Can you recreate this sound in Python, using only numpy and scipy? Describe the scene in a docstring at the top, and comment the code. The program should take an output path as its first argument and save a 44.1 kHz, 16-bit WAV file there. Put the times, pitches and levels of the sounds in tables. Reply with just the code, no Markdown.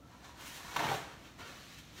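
"""A small kitchen: a paper towel is drawn off its roll, ripped away and gathered in the hands.
The perforation gives way in a quick run of snaps that ring the taut sheet, whose note sinks as it
comes loose. The roll squeaks faintly as it starts to turn and shudders under the rip.
Soft paper rustles before and after, over a low, steady room tone."""
import sys
import numpy as np
from scipy import signal
from scipy.io import wavfile

SR = 44100
rng = np.random.default_rng(int(sys.argv[2]) if len(sys.argv) > 2 else 0)


def store_wav(level_fs):
    """Save 16-bit WAV to argv[1]."""
    pcm = np.round(np.clip(np.atleast_2d(level_fs), -1, 1) * 32767)
    wavfile.write(sys.argv[1], SR, pcm.T.astype(np.int16))


N = 88200
T = np.arange(N) / SR

# the perforation's larger snaps: t/s, burst level/dB, burst decay/s, ring level/dB
SNAPS = [(0.762, -25.5, 0.0075, -22), (0.7652, -38, 0.0026, -23), (0.7932, -29.5, .006, -47),
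         (.804, -41, 0.0055, -18.5), (0.825, -36, .003, -29), (0.84, -31.5, 0.0054, -22.5),
         (.845, -34.5, 0.009, -28), (.868, -35, 0.0038, -28), (.8885, -26.5, 0.0016, -23.5),
         (0.896, -34, 0.0052, -38), (0.915, -40, 0.0044, -19), (0.9334, -30, 0.0015, -30),
         (.941, -29.5, 0.00096, -37), (0.948, -36.5, 0.0048, -32)]


def tear():
    """Fibres part in a running crackle and in sharp bursts, coloured by the sheet's note."""
    # the rip running along the perforation: t/s, level/dB
    rip = [(.758, -88), (.764, -43), (.80, -37), (.85, -36.5), (.90, -37), (.95, -39.5), (.985, -52),
           (1.03, -50), (1.12, -78)]
    # spectrum of breaking fibres: f/Hz, level/dB
    fibre_colour = [(40, -27), (100, -10), (210, -4.5), (330, -4.5), (500, -9.5), (800, 2), (1200, 1),
                    (1700, 0), (2300, -4.5), (3800, -7), (6500, -16), (9000, -20.5), (15000, -23.5)]
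    click_db, click_decay_s = 3.5, .00003  # the hard front edge of each burst
    fibres = level(rip) * crackle(per_s=3500, spread_db=3)
    grains = crackle(per_s=12000, spread_db=4)
    for start, db, decay_s, _ in SNAPS:
        age = T - T[round(start * SR)]
        burst = grains * np.exp(-abs(age) / decay_s)
        click = amp(click_db) * np.exp(-abs(age) / click_decay_s)
        fibres += amp(db) * (age >= 0) * (burst + click)
    crack = colour(fibres, fibre_colour)
    return amp(-2) * (crack + amp(-6) * resonate(crack, sheet_note(), width_hz=250))


def sheet_note():
    """The sheet's pitch in Hz sinks as it tears free and slackens."""
    taut_hz, slack_hz, sag_span_s = 965.3, 761, (.78, .96)
    return np.interp(T, sag_span_s, [taut_hz, slack_hz])


def sheet_ring():
    """Each snap rings the sheet for a few cycles."""
    rise_s, decay_s = .0029, .0044
    tone = np.sin(2 * np.pi * np.cumsum(sheet_note()) / SR)
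    out = np.zeros(N)
    for start, _, _, db in SNAPS:
        age = np.maximum(T - start, 0)
        swell = (1 - np.exp(-age / rise_s)) * np.exp(-age / decay_s)
        out += amp(db) * swell * tone
    return out


def roll():
    """The roll squeaks faintly on its holder, then shudders with a hollow note under the rip."""
    # the shudder's swell: t/s, level/dB
    shudder = [(.76, -60), (.80, -43.5), (.84, -41.5), (.89, -43), (.94, -38.5), (.99, -60)]
    # its spectrum: f/Hz, level/dB
    shudder_colour = [(40, -15), (90, -4.5), (150, -0.5), (210, -2), (300, 2.5), (420, 0.5), (620, 3.5),
                      (1000, -7.5), (3000, -31), (15000, -50)]
    # squeaks of the turning roll: t/s, length/s, f/Hz, level/dB
    squeaks = [(.008, 0.058, 1333, -62), (0.1, 0.064, 1334, -65)]
    out = colour(level(shudder) * crackle(per_s=1500, spread_db=2), shudder_colour)
    out += amp(4.5) * resonate(out, hz=138.5, width_hz=28)  # the hollow note
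    for start, length, hz, db in squeaks:
        progress = np.clip((T - start) / length, 0, 1)
        arch = np.sqrt(abs(np.sin(np.pi * progress)))
        band = resonate(rng.standard_normal(N), hz, width_hz=46)
        out += amp(db) * arch * unit(resonate(band, hz, width_hz=46))
    return out


def rustle():
    """Soft paper rubs and creases in dense, fine grains as it is handled."""
    # Each gesture has an envelope (t/s, level/dB) and a spectrum (f/Hz, level/dB).
    # the roll turning and the sheet drawn taut
    pull_level = [(0, -79), (.08, -65.5), (.12, -61.5), (.17, -64), (.225, -60.5), (.245, -51.5),
                  (.285, -56), (.34, -63), (.41, -50), (.48, -55.5), (.55, -58), (.60, -51.5), (.65, -51.5),
                  (.70, -50), (.76, -44.5), (.85, -52)]
    pull_colour = [(60, -12), (250, -6), (520, -5), (850, -0.5), (1200, -0.5), (1550, 0), (2200, -7.5),
                   (4000, -7), (7000, -12), (15000, -28.5)]
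    # paper sliding over paper
    slide_level = [(0, -87), (.08, -74), (.12, -72), (.21, -70), (.28, -62), (.345, -71), (.405, -53),
                   (.44, -52.5), (.475, -45), (.51, -51), (.565, -47), (.62, -55.5), (.72, -52.5),
                   (.96, -47), (1.06, -68), (1.2, -78)]
    slide_colour = [(200, -4), (900, -12.5), (1800, 3), (3500, 1), (6500, -1), (9000, -2), (15000, -7)]
    # the loose sheet flapping and folding
    fold_level = [(.97, -53.5), (1.04, -57), (1.13, -53.5), (1.2, -62.5), (1.27, -56), (1.32, -63),
                  (1.372, -64.5), (1.39, -49.5), (1.42, -48.5), (1.445, -51.5), (1.49, -51), (1.55, -56),
                  (1.68, -59.5), (1.82, -69), (1.95, -60), (2, -53)]
    fold_colour = [(50, -11), (150, -0.5), (350, 0.5), (550, -1.5), (800, -4.5), (1300, 0), (2200, -6),
                   (4000, -10.5), (8000, -20), (15000, -27)]
    # the sheet crumpling in the hands
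    crumple_level = [(1.05, -67), (1.19, -66), (1.25, -58.5), (1.32, -66), (1.37, -66), (1.392, -55),
                     (1.44, -61), (1.478, -51.5), (1.52, -57), (1.60, -55.5), (1.68, -57), (1.745, -53),
                     (1.77, -57), (1.79, -52), (1.82, -59.5), (1.89, -62), (1.95, -58), (1.99, -50)]
    crumple_colour = [(200, -9), (900, -17), (1600, -0.5), (3500, 1), (7000, -5), (9500, -9.5),
                      (15000, -14.5)]
    pull = colour(level(pull_level) * crackle(per_s=4400, spread_db=3), pull_colour)
    taut_note = resonate(pull, hz=965.3, width_hz=87)
    slide = colour(level(slide_level) * crackle(per_s=12000, spread_db=2), slide_colour)
    fold = colour(level(fold_level) * crackle(per_s=5000, spread_db=2), fold_colour)
    crumple = colour(level(crumple_level) * crackle(per_s=6600, spread_db=2.5), crumple_colour)
    return pull + taut_note + slide + fold + crumple


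def echoes(size=32768, count=14):
    """One echo pattern: quick reflections off counter and cupboards, then a short tail."""
    # the room's reverb time: f/Hz, T60/s
    room_t60 = [(125, 0.41), (500, 0.63), (1500, 0.66), (4000, 0.62), (8000, 0.75), (15000, 0.25)]
    early_s = .018
    early = np.zeros(size)
    delays = rng.uniform(.001, early_s, count)
    early[(delays * SR).astype(int)] = rng.choice([-1., 1.], count) * np.exp(-delays / early_s)
    hz, t, bands = signal.stft(rng.standard_normal(size), SR, nperseg=256)
    decay = amp(-60 * t / read(room_t60, hz)[:, None])
    tail = signal.istft(bands * decay, SR)[1][:size]
    tail *= np.minimum(T[:size] / early_s, 1)
    return amp(-5) * early / np.linalg.norm(early) + amp(-6.5) * tail / np.linalg.norm(tail)


def kitchen(x, patterns=4):
    """Direct sound plus echo patterns that crossfade in turn as hands and sheet move."""
    crossfade_s = .045
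    out = x.copy()
    for k in range(patterns):
        away = abs((T / crossfade_s - k) % patterns - patterns / 2)
        send = np.cos(np.pi / 2 * np.minimum(away, 1))
        out += signal.fftconvolve(x * send, echoes())[:N]
    return amp(-2.5) * out


def room_tone():
    """A bed of low room noise with a faint mains hum."""
    # spectrum of the room noise: f/Hz, level/dB
    air_colour = [(20, -28), (40, -15.5), (62, 2.5), (95, 0), (140, 1), (200, -3), (280, -1.5),
                  (420, -13.5), (560, -9.5), (900, -16), (2000, -23), (5000, -27), (15000, -35.5)]
    hum_hz = 59.9
    air = colour(rng.standard_normal(N), air_colour)
    hum = unit(np.sin(2 * np.pi * hum_hz * T))
    return amp(-59) * air + amp(-69.5) * hum


def amp(db):
    """Decibels to gain."""
    return 10 ** (np.asarray(db) / 20)


def unit(x):
    """Scales to rms 1."""
    return x / np.sqrt(np.mean(x ** 2) + 1e-20)


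def read(points, hz):
    """Reads a table along a log-frequency axis."""
    f, value = np.transpose(points)
    return np.interp(np.log(hz + 1), np.log(f + 1), value)


def level(points):
    """Gain envelope from rows of t/s, level/dB, fading to silence beyond its ends."""
    s, db = np.transpose(points)
    outside = np.maximum(s[0] - T, 0) + np.maximum(T - s[-1], 0)
    return amp(np.interp(T, s, db)) * np.exp(-outside / .02)


def response(points, size=4096):
    """Minimum-phase impulse response with the given spectrum."""
    hz = abs(np.fft.fftfreq(size, 1 / SR))
    log_gain = np.log(amp(read(points, hz)))
    spectrum = np.exp(np.conj(signal.hilbert(log_gain)))
    return np.fft.ifft(spectrum).real[:size // 2]


def colour(x, points):
    """Filters by a spectrum, keeping the power of white noise."""
    taps = response(points)
    return signal.fftconvolve(x, taps / np.linalg.norm(taps))[:N]


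def resonate(x, hz, width_hz):
    """A resonance of gain 1 that can follow a moving pitch."""
    carrier = np.exp(2j * np.pi * np.cumsum(hz * np.ones(N)) / SR)
    pole = np.exp(-np.pi * width_hz / SR)
    return 2 * (carrier * signal.lfilter([1 - pole], [1, -pole], x / carrier + 1e-18)).real


def crackle(per_s, spread_db):
    """Random tiny clicks, most weak and a few strong."""
    strength = amp(spread_db * np.minimum(rng.exponential(1, N), 4))
    polarity = rng.choice([-1., 1.], N)
    hits = rng.random(N) < per_s / SR
    return unit(strength * polarity * hits)


def scene():
    """Paper and roll in the kitchen over room tone; the sheet's ring sits drier than the rest."""
    ring = sheet_ring()
    in_room = kitchen(tear() + roll() + rustle() + amp(-6.5) * ring)
    return (in_room + amp(-4.5) * ring + room_tone())[None]


def record(dry):
    """The microphone colours the treble, and a steep low-pass trims the very top."""
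    # microphone response: f/Hz, level/dB
    mic = [(20, 1.5), (4200, 0.5), (4900, -3.5), (5700, 0.5), (7000, -0.5), (8300, -4), (9500, -3.5),
           (10400, -7.5), (11300, -2), (15500, -1.5)]
    cutoff_hz = 15800
    heard = signal.fftconvolve(dry, response(mic)[None], axes=1)[:, :N]
    low_pass = signal.firwin(511, cutoff_hz, window=("kaiser", 9), fs=SR)
    return signal.oaconvolve(heard, low_pass[None], "same")


dry = scene()
out = record(dry)
store_wav(out)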